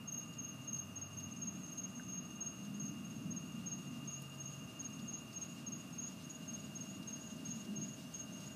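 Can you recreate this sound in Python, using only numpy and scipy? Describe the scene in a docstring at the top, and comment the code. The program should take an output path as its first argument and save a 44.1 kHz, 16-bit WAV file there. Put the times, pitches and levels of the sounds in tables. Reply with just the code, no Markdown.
"""A stormy night in a garden: from the start crickets chirp near and far, mostly in pairs of wing strokes,
while uneven thunder rolls with passing hums, a small motor whines and throbs, and microphone noise hisses.
Drops soon tick on leaves as bursts of noise; one plinks into water at 2 s, and the boom is strongest at 2.8 s.
A higher cricket sings often from 4 s on, as far rain, a pattering noise, grows louder.
After 6 s some steady motor tones swell and others sink; near the end the thunder booms again."""
import sys
import numpy as np
from scipy import signal
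from scipy.fft import rfft, irfft, next_fast_len
from scipy.io import wavfile
from scipy.ndimage import uniform_filter1d, map_coordinates

SR = 44100
rng = np.random.default_rng(int(sys.argv[2]) if len(sys.argv) > 2 else 0)


def how_loud(loudness_db):
    """Turn decibels into a plain amplitude multiplier (0 dB gives 1, 20 dB gives 10)."""
    steps = np.asarray(loudness_db, float) / 20
    return 10 ** steps


def to_wav(sig):
    """Store sig (one row per channel, or 1-D mono) as 16-bit WAV at the path in sys.argv[1].

    Samples outside -1..1 are clipped; the rate is SR.
    """
    pcm = np.clip(np.atleast_2d(sig), -1, 1) * 32767
    pcm = np.round(pcm).astype(np.int16)
    wavfile.write(sys.argv[1], SR, pcm.T)  # frames by channels


N = 377055


def unit(x):
    """Bring to rms 1."""
    return x / np.sqrt(np.mean(x ** 2) + 1e-20)


def curves(rows):
    """Draw straight lines between table rows: one curve for each column after the time."""
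    times, *columns = np.transpose(rows)
    return [np.interp(np.arange(N) / SR, times, column) for column in columns]


def wobble(rate_hz):
    """A smooth random curve through rate_hz random points a second."""
    points = rng.standard_normal(int(N * rate_hz / SR) + 4)
    return map_coordinates(points, [np.arange(N) * rate_hz / SR])


def noise(colour, lo_hz=0, hi_hz=SR):
    """Random noise with its spectrum shaped by a colour table, kept between two soft edges."""
    size = next_fast_len(N)
    hz = np.fft.rfftfreq(size, 1 / SR) + 1  # 1 Hz up, to avoid the log of zero
    table_hz, table_db = np.transpose(colour)
    gain = how_loud(np.interp(np.log(hz), np.log(table_hz), table_db))
    gain = gain / np.sqrt((1 + (lo_hz / hz) ** 12) * (1 + (hz / hi_hz) ** 12))
    return irfft(rfft(rng.standard_normal(size)) * gain, size)[:N]


def leaves(x, t60_s, wet_db):
    """Leaves scatter sound: the direct sound plus a dying noise tail, new every third of a second."""
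    t, step = np.arange(SR // 2) / SR, SR // 3
    out = np.pad(x, (0, SR))
    for i in range(0, N, step):
        tail = rng.standard_normal(len(t)) * how_loud(-60 * t / t60_s)
        wet = signal.fftconvolve(x[i:i + step], tail / np.linalg.norm(tail))
        out[i:i + len(wet)] += how_loud(wet_db) * wet
    return out[:N]


def strokes(rows, hz, fall_hz, spread_hz, length_s=.032, octave=0):
    """Each wing stroke makes the wing ring: a short, almost pure tone whose pitch slides, fast at first."""
    out = np.zeros(N + SR)
    u = np.linspace(0, 1, round(length_s * SR))  # progress through one stroke
    ramp = np.clip(np.minimum(u, 1 - u) / .38, 0, 1)
    shape = np.sin(np.pi / 2 * ramp) ** 2  # soft start and end, level between
    for (time, db), (detune, start) in zip(rows, rng.standard_normal((len(rows), 2))):
        pitch = hz + spread_hz * detune + fall_hz * ((1 - u) ** 2 - .3)
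        phase = 2 * np.pi * (np.cumsum(pitch) / SR + start)
        first = max(round(time * SR - len(u) / 2), 0)
        tone = np.sin(phase) + octave * np.sin(2 * phase)
        out[first:first + len(u)] += how_loud(db) * shape * tone
    return out[:N]


# Colour of the microphone noise: (pitch [Hz], level [dB per Hz])
MIC_COLOUR = [(420, -92), (700, -94.5), (1300, -98), (2000, -103), (3500, -107), (8000, -110),
              (12000, -109), (15000, -112)]


def microphone_hiss():
    """The microphone's own noise is steady and random."""
    return np.sqrt(SR / 2) * noise(MIC_COLOUR, lo_hz=400)  # the factor makes the table levels per Hz


# Loudness of the far rain before its patter: (time [s], level [dB])
RAIN_LEVEL = [(0, -72.5), (4.2, -67.5), (6.8, -65), (8.55, -64.5)]
# Colour of the far rain, its overall loudness set above: (pitch [Hz], relative level [dB per Hz])
RAIN_COLOUR = [(1200, -19), (2500, -0.5), (5500, 0.5), (7200, -2), (9000, -6), (13000, -14.5)]


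def far_rain():
    """Far rain on leaves blends into noise that patters unevenly and slowly comes nearer."""
    level_db, = curves(RAIN_LEVEL)
    patter_db = 1.6 * wobble(30)
    return how_loud(level_db + patter_db) * unit(noise(RAIN_COLOUR))


def crowd(hz, spread_hz, count):
    """Far crickets chirp pairs of strokes at random moments, mostly heard as echoes."""
    times, db = rng.uniform(0, N / SR, count), rng.normal(0, 2.5, count)
    pairs = np.r_[np.c_[times, db], np.c_[times + .053, db]]
    return unit(leaves(strokes(pairs, hz, fall_hz=90, spread_hz=spread_hz), t60_s=.35, wet_db=14))


# Far crickets: (time [s], level of the lower group [dB], level of the higher group [dB])
CHORUS_LEVEL = [(0, -69, -68), (3, -68.5, -69), (8.55, -71, -75)]


def chorus():
    """Two groups of far crickets sing, one mostly under and one over the near cricket's pitch."""
    lower_db, higher_db = curves(CHORUS_LEVEL)
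    lower = crowd(6380, spread_hz=125, count=300)
    higher = crowd(6700, spread_hz=25, count=240)
    return how_loud(lower_db) * lower + how_loud(higher_db) * higher


# Strength of the boom before its own wandering: (time [s], level [dB])
THUNDER_LEVEL = [(0.0, -52.5), (1.08, -56.5), (1.36, -49.5), (1.93, -49), (2.3, -52.5), (2.8, -46.5),
                 (4.05, -50.5), (4.3, -57.5), (4.88, -52.5), (5.03, -49), (5.3, -52), (6.2, -52.5),
                 (7.1, -52), (7.45, -49), (7.64, -52), (7.79, -48), (7.9, -53), (8.55, -53)]
# Colour of the roll, shared by its three parts: (pitch [Hz], relative level [dB per Hz])
THUNDER_COLOUR = [(25, -40), (45, -34.5), (85, -11), (129, -2.5), (188, 0.5), (259, -1), (398, -19.5),
                  (520, -33.5), (700, -53)]


def thunder():
    """Far thunder is low noise; the boom swells unevenly, its deep part and upper edge follow only a little."""
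    boom_db, = curves(THUNDER_LEVEL)
    swell_db = boom_db - boom_db.mean()
    t = np.arange(N) / SR
    deep_db = -58 + .2 * swell_db + 1.1 * wobble(1.5)
    edge_db = -61 + .35 * swell_db + .35 * (t - t.mean())  # the edge slowly rises
    deep = how_loud(deep_db) * unit(noise(THUNDER_COLOUR, hi_hz=154))
    edge = how_loud(edge_db) * unit(noise(THUNDER_COLOUR, lo_hz=295))
    boom = how_loud(boom_db + 1.8 * wobble(5)) * unit(noise(THUNDER_COLOUR, lo_hz=147.4, hi_hz=295))
    return deep + edge + boom


# Low hums that stand out of the roll for a while, before their wavering:
# (start time [s], end time [s], pitch [Hz], level [dB rms])
LOW_HUMS = [(0, .9, 137.2, -61), (.8, 1.453, 97.8, -61), (1.75, 2.25, 185.7, -55.5),
            (2.606, 3.1, 202.9, -50.5), (3.62, 4.64, 139.5, -55), (4.94, 5.167, 222.3, -54.5),
            (7.695, 7.836, 203.7, -50), (7.67, 7.846, 382, -63.5)]


def hums():
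    """Low tones fade in and out softly and waver a little in pitch and loudness."""
    t, out = np.arange(N) / SR, 0
    for start, end, hz, db in LOW_HUMS:
        gate = np.clip(np.minimum(t - start, end - t) / .17 + .5, 0, 1)  # half open at start and end
        phase = 2 * np.pi * np.cumsum(hz + .89 * wobble(2.97)) / SR
        out = out + np.sqrt(2) * how_loud(db + 1.3 * wobble(3.3)) * gate * np.sin(phase)
    return out


# Motor speed, told by its loudest tone; it bends all tones by its ratio to the average:
# (time [s], pitch of the loudest tone [Hz])
MOTOR_SPEED = [(0, 2815.6), (1.15, 2815.7), (1.6, 2817.7), (2.05, 2817.5), (2.7, 2815.1), (3.65, 2816.9),
               (4.15, 2813.5), (4.9, 2815.6), (5.4, 2814.5), (5.8, 2814.7), (6.1, 2816.6), (6.8, 2815.8),
               (7.2, 2814), (8, 2815.6), (8.55, 2814.6)]
# Late swell of the motor and the turning wheel's lead: (time [s], swell level [dB], lead [rad])
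MOTOR_LOAD = [(0, 0, -.55), (3.6, 0, .14), (4.3, 0, -.2), (5, 0, .12), (6.05, 0, .16), (6.4, 5, -.7),
              (8.55, 4.6, -.35)]
# Tones at whole multiples ("orders") of the shaft speed from 17 up, before flutter: (level [dB rms])
SINGLE_TONES = [-77.5, -80.5, -72.5, -77.5, -89, -76.5]
# Orders from 38 up, split in two by the wheel, before flutter: (lower level [dB rms], upper level [dB rms])
SPLIT_TONES = [(-82, -86), (-99, -99), (-89, -78), (-86, -77.5), (-77.5, -80), (-73.5, -76.5),
               (-63.3, -68.8), (-84, -85.5)]
# Other motor tones, before speed changes and flutter:
# (pitch [Hz], level [dB rms], share of the late swell taken [ratio])
OTHER_TONES = [(598.9, -79, 1.2), (635.2, -74, .9), (671.6, -76.5, .5), (1119.7, -79.5, -1.6),
               (1200.5, -75, .1), (1539.4, -85, 1.4), (1603.5, -83.5, 1)]


def motor():
    """Gear tones follow the shaft speed; a slow wheel splits the upper ones into beating pairs."""
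    shaft_hz, wheel_hz = 64.14, 6.705
    speed_hz, = curves(MOTOR_SPEED)
    swell_db, lead_rad = curves(MOTOR_LOAD)
    t = np.cumsum(speed_hz / speed_hz.mean() + 6e-5 * wobble(6)) / SR  # time as the motor counts it
    jitter_rad = .17 / 44 * wobble(90)  # fast unevenness; the loudest tone, order 44, gets 44 times this
    shaft = 2 * np.pi * shaft_hz * t + jitter_rad
    wheel = 2 * np.pi * wheel_hz * np.arange(N) / SR + lead_rad + .08 * wobble(5)
    flutter = [how_loud(1.5 * wobble(4)) for _ in range(5)]  # the tones do not waver all together

    def tone(phase, db, k):
        """One steady tone with one of the flutters."""
        return np.sqrt(2) * how_loud(db) * flutter[k % len(flutter)] * np.sin(phase)

    def fade_db(k):
        """These orders sink while the late swell rises."""
        return -1.3 * swell_db * (k in (18, 19, 20, 38, 40, 43))

    def order_phase(k):
        """Phase of a shaft order, staggered by the order squared."""
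        return k * shaft + .68 * k * k

    out = 0
    for k, (hz, db, share) in enumerate(OTHER_TONES):
        out = out + tone(2 * np.pi * hz * t, db + share * swell_db, k)
    for k, db in enumerate(SINGLE_TONES, start=17):
        out = out + tone(order_phase(k), db + fade_db(k), k)
    # at higher speed the loudest pair evens out and throbs deeper
    even_db = 2.4 * np.maximum(speed_hz - 2816.2, 0)
    for k, (below_db, above_db) in enumerate(SPLIT_TONES, start=38):
        turn = wheel + 1.55 * (k - 44)  # neighbouring orders throb in turn
        below_db = below_db + fade_db(k) - even_db * (k == 44)
        above_db = above_db + fade_db(k)
        out = out + tone(order_phase(k) - turn, below_db, k)
        out = out + tone(order_phase(k) + turn, above_db, k + 2)
    return out


def noise_band(lo_hz, hi_hz, count):
    """A burst of random noise between two pitches."""
    sos = signal.butter(2, [lo_hz, hi_hz], "band", fs=SR, output="sos")
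    return signal.sosfilt(sos, rng.standard_normal(count))


# Drops on leaves, before the crack's own shape: (time [s], level [dB], pitch where the leaf sounds [Hz])
LEAF_DROPS = [(.3346, -56, 5400), (.768, -55, 4600), (1.1987, -53, 5200), (1.7774, -53, 4600),
              (2.6484, -54, 4700), (3.787, -57, 3900), (4.2178, -54, 11500), (4.9906, -52, 4100),
              (5.327, -53, 5500), (5.903, -56, 5600), (6.4562, -57, 4200), (7.0259, -53, 4100),
              (7.2993, -54, 3300), (7.6485, -54, 5000), (8.403, -55, 4000)]


def leaf_drops():
    """A drop on a leaf is a short crack coloured by that leaf, over a faint broad spatter."""
    out, t = np.zeros(N + SR), np.arange(SR // 20) / SR
    for time, db, hz in LEAF_DROPS:
        crack = 1.9 * noise_band(hz / 1.25, hz * 1.25, len(t))
        spatter = .9 * noise_band(2500, 9000, len(t))
        shape = how_loud(db - 60 * t / .06) * (1 - np.exp(-t / .0015))
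        out[round(time * SR):][:len(t)] += shape * (crack + spatter)
    return out[:N]


# A drop into a puddle, before the ring's own shape: (time [s], level [dB], pitch [Hz])
PUDDLE_DROP = (1.997, -44.5, 1560)


def puddle_drop():
    """A drop into water plinks: two close tones start at once and die quickly."""
    out, t = np.zeros(N + SR), np.arange(SR // 20) / SR
    time, db, hz = PUDDLE_DROP
    ring = np.sin(2 * np.pi * hz * t) + .45 * np.sin(2 * np.pi * 1.1 * hz * t)
    shape = how_loud(db - 60 * t / .035) * (1 - np.exp(-t / .00021))
    out[round(time * SR):][:len(t)] += shape * ring
    return out[:N]


# The crickets heard singly, by name; a fall below 0 is a rise:
# (pitch [Hz], fall [Hz], pitch scatter [Hz], stroke length [s], echo level [dB])
CRICKETS = {"near": (6500, 20, 4, .037, -8), "behind": (6515, 40, 13, .032, -2),
            "bright": (6480, -240, 10, .04, -4), "low": (6450, -120, 7.8, .032, -5),
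            "high": (6695, 100, 8.2, .032, -3)}
# Their rhythm, by name: (time from stroke to stroke [s], level change from stroke to stroke [dB])
CRICKET_RHYTHM = {"near": (.0533, .2), "behind": (.053, -1), "bright": (.054, -2), "low": (.051, -.2),
                  "high": (.049, -2)}
# Their chirps: (cricket, time at the middle of the first stroke [s], level before echo [dB], strokes [count])
CRICKET_CHIRPS = [("near", .089, -41.5, 2), ("bright", .132, -40.5, 2), ("behind", .225, -57, 1),
                  ("high", .29, -58, 2), ("near", .397, -42, 2), ("bright", .434, -45, 2),
                  ("behind", .647, -54.5, 1), ("near", .689, -39.5, 2), ("bright", .74, -41, 2),
                  ("near", .972, -41, 2), ("behind", 1.139, -52.5, 1), ("bright", 1.185, -44, 2),
                  ("low", 1.321, -48.5, 2), ("near", 1.429, -40.5, 2), ("behind", 1.562, -52, 2),
                  ("low", 1.642, -47, 2), ("bright", 1.73, -47.5, 2), ("behind", 1.753, -50.5, 1),
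                  ("near", 1.792, -42, 2), ("behind", 1.96, -49.5, 1), ("low", 1.989, -49, 2),
                  ("bright", 2.095, -46.5, 2), ("near", 2.136, -41, 2), ("behind", 2.257, -53, 1),
                  ("low", 2.314, -48.5, 2), ("near", 2.419, -39.5, 2), ("behind", 2.527, -53, 3),
                  ("behind", 2.751, -53, 1), ("near", 2.81, -41.5, 2), ("bright", 2.835, -48, 2),
                  ("behind", 3.055, -54, 3), ("near", 3.32, -42.5, 2), ("behind", 3.467, -53, 2),
                  ("near", 3.673, -42.5, 2), ("behind", 3.822, -55.5, 2), ("near", 4.087, -43, 2),
                  ("high", 4.126, -50, 2), ("near", 4.413, -41.5, 2), ("bright", 4.47, -49, 1),
                  ("high", 4.481, -53, 2), ("behind", 4.539, -54.5, 3), ("high", 4.803, -49, 2),
                  ("near", 4.807, -43, 2), ("behind", 4.938, -51.5, 1), ("high", 5.025, -57, 2),
                  ("near", 5.093, -41.5, 2), ("high", 5.137, -49, 2), ("behind", 5.345, -52, 1),
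                  ("near", 5.372, -42, 2), ("high", 5.456, -52, 2), ("near", 5.678, -42.5, 2),
                  ("high", 5.76, -51.5, 2), ("behind", 5.936, -53, 1), ("near", 5.995, -41.5, 2),
                  ("high", 6.027, -49, 2), ("behind", 6.25, -55, 2), ("high", 6.308, -49.5, 2),
                  ("near", 6.491, -45, 2), ("high", 6.603, -49.5, 2), ("near", 6.766, -44, 2),
                  ("behind", 6.82, -52, 2), ("high", 6.906, -49.5, 2), ("near", 7.086, -42.5, 2),
                  ("behind", 7.2, -55, 3), ("high", 7.218, -50.5, 3), ("near", 7.465, -42.5, 2),
                  ("high", 7.513, -52, 3), ("behind", 7.555, -51.5, 2), ("near", 7.772, -42.5, 2),
                  ("high", 7.841, -48, 3), ("behind", 7.916, -55, 1), ("high", 8.149, -52, 2),
                  ("near", 8.153, -40.5, 2), ("behind", 8.333, -51.5, 3), ("high", 8.472, -51.5, 2)]


def soloists():
    """Each cricket chirps one to three wing strokes in its own rhythm, blurred by echoes from the leaves."""
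    out = 0
    for name, (hz, fall_hz, spread_hz, length_s, echo_db) in CRICKETS.items():
        gap_s, change_db = CRICKET_RHYTHM[name]
        rows = []
        for who, time, db, count in CRICKET_CHIRPS:
            if who == name:
                rows += [(time + k * gap_s, db + k * change_db) for k in range(round(count))]
        octave = how_loud(-21) * (name == "bright")  # only this cricket sounds its octave
        song = strokes(rows, hz, fall_hz, spread_hz, length_s, octave)
        out = out + leaves(song, t60_s=.32, wet_db=echo_db)
    return out


def cut_gaps(x, under_db, up_db, down_db):
    """Cuts gaps into the faint hiss at loud chirps: parts of the spectrum below a moving limit are removed."""
    hz, _, z = signal.stft(x, SR, nperseg=2048, noverlap=1536)
    power = abs(z) ** 2
    chirp = uniform_filter1d(power[(hz > 6200) & (hz < 6900)].sum(axis=0), size=5, origin=1)
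    treble = uniform_filter1d(power[(hz > 7500) & (hz < 11000)].sum(axis=0), size=80)  # its slow level
    # the limit rises with the chirp band, up to a ceiling that follows the treble
    chirp = np.minimum(chirp, how_loud(-51) ** 2 * treble / treble.mean())
    octaves = np.log2(np.maximum(hz, 1) / 6700)
    drop_db = np.where(octaves > 0, up_db, -down_db) * octaves  # the limit falls per octave away
    limit = how_loud(under_db - drop_db) ** 2
    loud_enough = uniform_filter1d(power, size=15, axis=0) > limit[:, None] * chirp
    keep = loud_enough & (hz < 15280)[:, None]  # nothing is kept above this pitch
    return signal.istft(z * keep, SR, nperseg=2048, noverlap=1536)[1][:N]


def scene():
    """Everything reaches one microphone."""
    background = microphone_hiss() + far_rain() + chorus() + thunder() + hums()
    return (background + motor() + leaf_drops() + puddle_drop() + soloists())[None]


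def low_pass(x):
    """Removes everything above the highest recorded frequency."""
    return signal.sosfilt(signal.butter(12, 15280, fs=SR, output="sos"), x)


def record(dry):
    """Gaps are cut into the faint hiss at loud chirps, then the mix is finished."""
    gapped = cut_gaps(dry[0], under_db=-40.2, up_db=9.5, down_db=35)
    return low_pass(gapped[None])


dry = scene()
out = record(dry)
to_wav(out)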